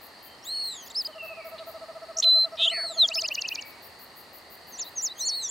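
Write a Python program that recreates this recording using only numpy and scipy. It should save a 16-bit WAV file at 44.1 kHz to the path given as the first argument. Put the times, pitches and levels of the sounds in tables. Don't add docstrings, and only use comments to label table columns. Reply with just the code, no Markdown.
import sys
import numpy as np
from scipy import signal
from scipy.fft import rfft, irfft
from scipy.io import wavfile
from scipy.ndimage import uniform_filter1d, map_coordinates

SR = 44100
rng = np.random.default_rng(int(sys.argv[2]) if len(sys.argv) > 2 else 0)


def wav_out(sig):
    wavfile.write(sys.argv[1], SR, np.round(np.clip(np.atleast_2d(sig).T, -1, 1) * 32767).astype(np.int16))


N = 242550
TIME, FREQS = np.arange(N) / SR, np.fft.rfftfreq(N, 1 / SR)

# frequency in Hz, density in dB per Hz.
AIR = [(22, -105), (50, -95), (80, -85.5), (115, -89), (250, -85.5), (750, -82), (1200, -85), (1600, -91.5),
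       (2400, -92.5), (3400, -96), (7200, -102.5), (8700, -100), (10000, -105), (16000, -109)]
# frequency in Hz, left-right correlation (0-1).
LIKENESS = [(60, 1), (130, 0.49), (290, 0.76), (640, 0.89), (1410, 0.64), (3100, 0.34), (6820, 0.8),
            (15000, 0.28)]
# centre in Hz, width in Hz, peak density in dB per Hz.
CROWD = [(4350, 610, -86), (1898, 272, -84), (2775, 250, -92)]
# pitch in Hz, pulses per second, level in dB.
TRILLERS = [(4540, 56, -64), (4324, 54, -68.5), (4760, 86, -69.5), (1883, 17, -76)]
# start in seconds, end in seconds, period in seconds.
STROKES = [(.014, .35, .211), (.442, .92, .191), (1.012, 1.77, .2168), (3.143, 5.43, .1696)]
# frequency in Hz, relative gain in dB.
WING = [(7000, -50), (9800, -21.5), (11200, -3.5), (12200, 0.5), (13000, -5.5), (14000, 1.5), (14900, 2),
        (16000, 0)]
# start in seconds, length in seconds, first pitch in Hz, last pitch in Hz,
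# bend at the middle in Hz, level in dB, loudest point (0-1 of the length).
FAR_WHISTLES = [(0.191, 0.24, 3160, 3080, -2, -58, .5), (0.517, .11, 3120, 2770, 41, -54.5, 0.3),
                (1.028, 0.13, 3110, 3100, 5, -55, 0.3), (1.126, 0.038, 3030, 2850, 0, -46.5, 0.3),
                (1.18, .11, 2812, 2630, -61, -40, 0.28), (1.268, 0.13, 2664, 2414, -0.5, -42.5, 0.17),
                (1.389, 0.11, 2357, 2230, -45, -47, 0.2), (3.302, 0.28, 3014, 2347, 0.5, -42, 0.4),
                (3.55, 0.25, 2300, 2234, 1.5, -49, 0.03)]
# start in seconds, end in seconds, period in seconds.
TINKS = [(.39, .72, 0.24), (1.163, 2.18, .0972), (2.53, 2.97, 0.09), (3.738, 3.89, 0.11)]
# time in seconds, level in dB.
CHIPS = [(1.593, -39.5), (4.799, -40.5)]
# time of the top in seconds, rise in seconds, fall in seconds, top pitch in Hz,
# effort in dB, lead-in in seconds, lead-in pitch in Hz.
SQUEALS = [(.6, .16, 0.18, 4320, 5, 0.018, 2780), (2.809, .137, 0.14, 4426, 4.3, .05, 3360),
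           (5.311, .133, 0.17, 4385, 5, .028, 3180)]
# time of the top in seconds, length in seconds, top pitch in Hz, effort in dB.
PEEPS = [(0.874, 0.024, 3470, -5.5), (0.91, .021, 3830, -2), (.986, 0.084, 5300, 5),
         (1.061, 0.032, 5040, 2), (2.564, 0.023, 2900, -17), (3.066, 0.026, 3610, -2.5),
         (3.102, 0.013, 3920, -0.5), (3.174, 0.089, 5290, 4), (3.251, 0.042, 5120, 2)]
# frequency in Hz, gain in dB.
THROAT = [(2600, -50), (3100, -51), (3650, -46), (4000, -39), (4400, -35.5), (5300, -31.5)]
# frequency in Hz, gain in dB.
OVERTONES = [(5200, -31), (6200, -46.5), (7300, -44), (8100, -49), (8800, -54.5), (10000, -61.5),
             (10700, -55.5), (13200, -63), (16000, -69)]
# time in seconds, seconds from one hoot to the next.
OWL_PACE = [(1.096, .0745), (1.615, .0736), (2.0111, .0654), (2.28, .1023), (2.6115, .0597), (3.31, .0669)]
# time in seconds, pitch in Hz, level in dB, share of each beat that sounds.
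OWL = [(1.095, 632, -44.5, 0.63), (1.22, 648, -40.5, 0.78), (1.5, 650.5, -40, .88),
       (2.08, 652, -39.1, 0.63), (2.38, 650, -39, 0.82), (2.65, 666.4, -38, .74),
       (3.235, 652.6, -39.5, 0.59), (3.3, 615, -47.5, .68)]
# start in seconds, length in seconds, first pitch in Hz, last pitch in Hz,
# bend at the middle in Hz, level in dB, loudest point (0-1 of the length).
NOTES = [(2.167, 0.018, 5130, 8200, -250, -26, 0.27), (2.183, .015, 5140, 8050, -100, -21, 0.27),
         (2.196, .015, 5400, 8060, -550, -19, 0.33), (2.222, 0.0084, 2420, 5860, -200, -26.5, .5),
         (2.2262, .005, 2570, 4200, 201, -20.5, 0.73), (2.238, .009, 4470, 2230, -150, -22, 0.27),
         (2.573, .1, 2410, 2740, 60, -31.5, .62), (2.659, 0.038, 2665, 3680, -110, -17.5, 0.6),
         (2.693, 0.039, 2630, 2870, 290, -27, 0.2), (2.711, .175, 2118, 1295, -91.5, -38.5, 0.1)]
# multiple of the pitch, relative level in dB.
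PARTIALS = [(2, -38.5), (3, -37.5)]
# time in seconds, pitch in Hz, level in dB.
HELD = [(2.229, 4068, -22), (2.283, 4017, -16), (2.419, 4101, -20), (2.447, 4079, -23.5),
        (2.457, 4046, -27.5)]
# time in seconds, pitch in Hz, level in dB.
FALLING = [(2.972, 4430, -38), (2.986, 4193, -26), (3.002, 4107, -17.5), (3.02, 3922, -14.5),
           (3.054, 3253, -20.5), (3.065, 3190, -29.5)]
# start in seconds, length in seconds, first pitch in Hz, last pitch in Hz, bend in Hz,
# level in dB, loudest point (0-1), fade in dB, flutters per second, first swing in Hz, last swing in Hz,
# throb (+ loud at the crests, - in the troughs), pitch roughness (0-1).
BUZZES = [(2.572, 0.099, 3446, 3476, -55, -20, 0.84, 25.6, 191, 550, 210, 0.55, 0.015),
          (2.712, .158, 2560, 1854, -130, -38.5, 0.13, 16, 92, 358, 250, -0.3, 0.034)]
# time in seconds, seconds from one down stroke to the next.
TRILL_PACE = [(3.0895, .0659), (3.66, .0687)]
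# time in seconds, down stroke in dB, up stroke in dB,
# how much softer the down stroke opens in dB.
TRILL = [(3.09, -22.5, -30.5, 4), (3.16, -21.5, -26.5, 3), (3.32, -23, -26.7, 3), (3.49, -24, -29, 6),
         (3.56, -26, -31.5, 1), (3.627, -33.5, -35, -8)]
# seconds from the syllable's time, pitch in Hz, relative level in dB.
DOWN = [(-.017, 8050, -28), (-.012, 7100, -15), (-.007, 6450, -11), (-.003, 5800, -7), (0, 4600, 0),
        (.002, 3750, -13), (.005, 3050, -28)]
# seconds from the syllable's time, pitch in Hz, relative level in dB.
UP = [(-.03, 2280, -24), (-.02, 2480, -8), (-.012, 2700, 0), (-.004, 2920, -2), (0, 3020, -10),
      (.002, 3000, -28)]
# seconds from the syllable's time, pitch in Hz, relative level in dB.
SLUR = [(0, 6550, -26), (.012, 6500, -11), (.03, 6100, -2), (.058, 5550, -13), (.075, 7430, -7),
        (.092, 7020, 0), (.113, 5520, 0), (.136, 3580, -22), (.153, 3950, -14), (.171, 4020, -12.5),
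        (.179, 3780, -27)]
# time in seconds, level in dB, pitch factor, how much softer the opening is in dB.
SLURS = [(4.712, -30.5, 1, 13.5), (4.955, -25.5, 1, 0), (5.185, -26.5, 0.99, -0.5),
         (5.42, -26.5, 0.99, -1.5)]


def amp(db):
    return 10 ** (np.asarray(db) / 20)


def unit(x):
    return x / np.sqrt(np.mean(x ** 2) + 1e-20)


def read(points, hz):
    f, value = np.transpose(points)
    return np.interp(np.log(hz + 1), np.log(f + 1), value)


def add(mix, s, sound):
    start = max(round(s * SR), 0)
    part = mix[start:start + len(sound)]
    part += sound[:len(part)]


def at(rows, s):
    times, *columns = np.transpose(rows)
    return [np.interp(s, times, column) for column in columns]


def follow(rows, size=60):
    s, *columns = np.transpose(rows)
    t = np.arange(s[0], s[-1] + 0.001, 1 / SR)
    return [t] + [uniform_filter1d(np.interp(t, s, column), size=size) for column in columns]


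def beats(pace):
    s, gap = np.transpose(pace)
    times = [s[0]]
    while times[-1] <= s[-1]:
        times.append(times[-1] + np.interp(times[-1], s, gap))
    return times[:-1]


def runs(rows):
    return np.concatenate([np.arange(*row) for row in rows])


def wander(t, per_s):
    knots = rng.standard_normal(4096)
    return map_coordinates(knots, [(t - t[0]) * per_s + 2], order=3, mode="wrap")


def angle(hz):
    return 2 * np.pi * np.cumsum(hz) / SR


def tone(hz, db):
    ends = signal.windows.tukey(len(hz), 90 / len(hz))
    return np.sqrt(2) * amp(db) * np.sin(angle(hz)) * ends


def gate(t, attack_s, release_s):
    return np.clip(np.minimum((t - t[0]) / attack_s, (t[-1] - t) / release_s), 0, 1)


def glide(length, first_hz, last_hz, bend_hz, db, loudest, fade_db, power):
    t = TIME[:int(length * SR)]
    u = t / length
    loudest = np.clip(loudest, .05, .95)
    away = np.maximum((loudest - u) / loudest, (u - loudest) / (1 - loudest))
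    hz = first_hz + (last_hz - first_hz) * u + bend_hz * (1 - (2 * u - 1) ** 2)
    return t, hz, db - fade_db * away ** power


def woods(x, t60, delay=0.012):
    t = TIME[:SR]
    sparse = rng.standard_normal((2, SR)) * (rng.random((2, SR)) < .1)
    taps = sparse * amp(-60 * t / t60) * (t > delay)
    taps /= np.linalg.norm(taps, axis=1, keepdims=True)
    return signal.fftconvolve(x[None], taps, axes=1)[:, :N]


def air(swell_db=0.7):
    power = amp(read(AIR, FREQS)) ** 2
    for hz, width, db in CROWD:
        power = power + amp(db) ** 2 * np.exp(-2 * ((FREQS - hz) / width) ** 2)
    left, other = rfft(rng.standard_normal((2, N)))
    same = read(LIKENESS, FREQS)
    right = same * left + np.sqrt(1 - same ** 2) * other
    wash = irfft(np.array([left, right]) * np.sqrt(power * SR / 2), N)
    return wash * amp(swell_db * wander(TIME, 3.723))


def chorus(sweep=0.17, echo_db=-6, octave_db=-18):
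    out = np.zeros(N)
    for hz, rate, db in TRILLERS:
        unsteady_rate = rate * (1 + 0.013 * wander(TIME, 6))
        cycle = (np.cumsum(unsteady_rate) / SR + rng.random()) % 1
        phase = angle(hz * (1 + sweep * (.5 - cycle) + .014 * wander(TIME, 90)))
        pulses = (np.sin(phase) + amp(octave_db) * np.sin(2 * phase)) * np.sin(np.pi * cycle) ** 2
        out += amp(db + 3.4 * wander(TIME, 15)) * unit(pulses)
    return out + amp(echo_db) * woods(out, t60=0.18)


def katydid(stroke_s=.052, first_rate=980, last_rate=300, swell_db=7, ring_s=0.00044,
            squeak_hz=14500, squeak_db=10, left_db=-52.0, right_db=-63, echo_db=-60):
    teeth, squeaks = np.zeros(N), np.zeros(N)
    age = np.linspace(0, 1, int(stroke_s * SR))
    slip = np.linspace(0, 1, 200)
    press = amp(swell_db * (np.minimum(2 * age, 1) - 1.5))
    for s in runs(STROKES):
        rate = (first_rate + (last_rate - first_rate) * age) * (1 + 0.14 * wander(age, 30))
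        strikes = np.diff(np.floor(np.cumsum(rate) / SR), prepend=0) * press
        add(teeth, s, strikes * rng.uniform(0.48, 1.0, len(age)))
        squeak = tone(squeak_hz * (1 - 0.377 * slip), squeak_db - 22 * slip ** 2)
        add(squeaks, s + stroke_s + .001, squeak)
    decay = np.exp(-TIME[:len(slip)] / ring_s)
    rings = teeth + .17 * np.convolve(teeth, decay)[:N] * rng.standard_normal(N)
    wing = unit(irfft(rfft(rings) * amp(read(WING, FREQS)), N)) + squeaks
    return amp([[left_db], [right_db]]) * wing + amp(echo_db) * woods(wing, t60=0.23, delay=.001)


def far_birds(tink_hz=5430, tink_db=-60, chip_hz=4000):
    out = np.zeros(N)
    for s, *note in FAR_WHISTLES:
        t, hz, db = glide(*note, fade_db=8.5, power=1.4)
        add(out, s, tone(hz * (1 + .009 * wander(t, 300)), db + 2.5 * wander(t, 90)))
    u = np.linspace(-1, 1, int(0.025 * SR))
    for s in runs(TINKS):
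        size, slope = rng.standard_normal(2)
        pitch = tink_hz * (1 - 0.037 * u ** 2 - 0.045 * slope * u)
        add(out, s - .015, tone(pitch, tink_db + 1.5 * size - 12 * u ** 2))
    for s, db in CHIPS:
        pitch = chip_hz * (1 - 0.164 * u ** 2 + 0.079 * wander(TIME[:len(u)], 1500))
        level = db - 14 * u ** 2
        add(out, s - .015, tone(pitch, level) + tone(.72 * pitch, level - 8.5))
    return out


def throat(hz, effort_db, third_db=-7):
    first = tone(hz, effort_db + read(THROAT, hz))
    second = tone(2 * hz, effort_db + read(OVERTONES, 2 * hz))
    third = tone(3 * hz, effort_db + third_db + read(OVERTONES, 3 * hz))
    return first + second + third


def squealer(quiver_hz=82, swing_hz=68, falling_swing_hz=85, droop=0.39, slack_hz=2903, slack_db=-9,
             rise_power=4.3, fall_power=2.7, trail_falls=1.436, attack_s=.04, release_s=0.023):
    out = np.zeros(N)
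    for s, rise, fall, top_hz, top_db, lead, lead_hz in SQUEALS:
        t = np.arange(-rise - lead, trail_falls * fall, 1 / SR)
        lead_slack = (top_hz - lead_hz) / (top_hz - slack_hz)
        rising = np.minimum(abs(t / rise) ** rise_power, lead_slack)
        slack = np.where(t < 0, rising, 1 - np.exp(-abs(t / fall) ** fall_power))
        quiver = np.sin(angle(quiver_hz * (1 + 0.15 * wander(t, 52.9))))
        depth = swing_hz + falling_swing_hz * np.sin(np.pi * slack) * (t > 0)
        depth = depth * (1 + .3 * wander(t, 60))
        hz = top_hz + (slack_hz - top_hz) * slack + depth * quiver + 32 * wander(t, 170)
        effort_db = top_db + slack_db * slack + 0.9 * wander(t, 301.4)
        add(out, s + t[0], throat(hz, effort_db) * gate(t, attack_s, release_s))
    for s, length, top_hz, effort_db in PEEPS:
        u = np.linspace(-1, 1, int(length * SR))
        arch = .45 * u ** 2 + .55 * u ** 4
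        add(out, s - length / 2, throat(top_hz * (1 - droop * arch), effort_db - 16 * arch ** 2))
    return out


def owl(arch=0.125, fall=0.043, octave_db=-11.0, scatter=0.0046, attack_share=0.39, release_share=0.45):
    out = np.zeros(N)
    for s in beats(OWL_PACE):
        hz, db, share = at(OWL, s)
        length = share * at(OWL_PACE, s)[0]
        u = np.linspace(-1, 1, int(length * SR))
        pitch = hz * (1.0117 + scatter * rng.standard_normal() - arch * u ** 2 - fall * u)
        swell = np.sin(np.pi / 2 * gate(u / 2, attack_share, release_share)) ** 2
        linger = signal.windows.tukey(len(u), .4) * amp(2 * u)
        add(out, s - length / 2, swell * tone(pitch, db) + linger * tone(2 * pitch, db + octave_db))
    return out


def whistle(t, hz, db, jitter=.003, flicker_db=.35, bright_db=0):
    hz = hz * (1 + jitter * wander(t, 500))
    db = db + flicker_db * wander(t, 190)
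    out = tone(hz, db)
    for k, partial_db in PARTIALS:
        out = out + tone(k * hz, db + partial_db + bright_db) * (k * hz < SR / 2)
    return out


def breathy(count, lo_hz, hi_hz):
    band = signal.butter(2, [lo_hz, hi_hz], "band", fs=SR, output="sos")
    return unit(signal.sosfilt(band, rng.standard_normal(count)))


def held_notes(hiss_db=-45, scrape_s=2.212, scrape_length_s=.05, scrape_db=-42.5,
               attack_s=.002, release_s=0.00395):
    out = np.zeros(N)
    for s, *note in NOTES:
        t, hz, db = glide(*note, fade_db=22.5, power=1.35)
        add(out, s, whistle(t, hz, db, jitter=0.0067, flicker_db=0.7, bright_db=4.5))
    swell = np.hanning(int(scrape_length_s * SR))
    add(out, scrape_s, amp(scrape_db) * swell * breathy(len(swell), lo_hz=2600, hi_hz=7000))
    for rows in (HELD, FALLING):
        t, hz, db = follow(rows)
        voice = whistle(t, hz, db, jitter=.0005, flicker_db=0.12)
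        hiss = amp(db + hiss_db) * breathy(len(t), lo_hz=2600, hi_hz=4200)
        add(out, t[0], (voice + hiss) * gate(t, attack_s, release_s))
    return out


def buzzes(rasp_db=-27, unsteady=0.014):
    out = np.zeros(N)
    for s, *note, rate, first_swing_hz, last_swing_hz, throb, rough in BUZZES:
        t, hz, db = glide(*note, power=2.73)
        swing = np.linspace(first_swing_hz, last_swing_hz, len(t))
        depth = np.linspace(throb, 0, len(t))
        flutter = np.cos(angle(rate * (1 + unsteady * wander(t, 136))))
        voice = whistle(t, hz + swing * flutter, db, jitter=rough, flicker_db=1.5)
        rasp = amp(db + rasp_db) * breathy(len(t), lo_hz=2800, hi_hz=7500)
        add(out, s, (voice + rasp) * (1 + depth * flutter))
    return out


def syllable(shape, s, level_db, pitch, soft_db, overtone_db, size=60):
    t, hz, db = follow(shape, size=size)
    opening = np.clip(np.linspace(1, -1, len(t)), 0, 1)
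    sung_hz = hz * pitch * (1 + 0.0069 * wander(t, 526))
    sung_db = db + level_db - soft_db * opening + wander(t, 252)
    octave = tone(2 * sung_hz, sung_db + overtone_db - .5 * db)
    return s + t[0], tone(sung_hz, sung_db) + octave


def trill_and_swoops(up_lag_s=.043, down_octave_db=-29, up_octave_db=-26, slur_octave_db=-45, up_soft_db=-2):
    out = np.zeros(N)
    times = beats(TRILL_PACE)
    for s in times:
        down_db, up_db, soft_db = at(TRILL, s)
        add(out, *syllable(DOWN, s, down_db, 1, soft_db, down_octave_db))
        if s < times[-1]:
            add(out, *syllable(UP, s + up_lag_s, up_db, 1, up_soft_db, up_octave_db))
    for row in SLURS:
        add(out, *syllable(SLUR, *row, slur_octave_db, size=300))
    return out


def scene(song_echo_db=-44, leaf_echo_db=-20, leaf_hz=6000, owl_echo_db=-22, far_db=-3, far_echo_db=-8.0):
    song = trill_and_swoops() + held_notes()
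    near = song + buzzes() + squealer()
    hoots, far = owl(), far_birds()
    leaves = signal.sosfilt(signal.butter(8, leaf_hz, "high", fs=SR, output="sos"), song)
    echoes = amp(song_echo_db) * woods(near, t60=0.28)
    echoes += amp(leaf_echo_db) * woods(leaves, t60=0.078, delay=0.0069)
    echoes += amp(owl_echo_db) * woods(hoots, t60=0.55)
    echoes += amp(far_echo_db) * woods(far, t60=1.0)
    return near + hoots + amp(far_db) * far + echoes + katydid() + chorus() + air()


def record(dry, edge_hz=15880):
    lowpass = signal.firwin(511, edge_hz, window=("kaiser", 9), fs=SR)
    return signal.oaconvolve(dry, lowpass[None], "same")


dry = scene()
out = record(dry)
wav_out(out)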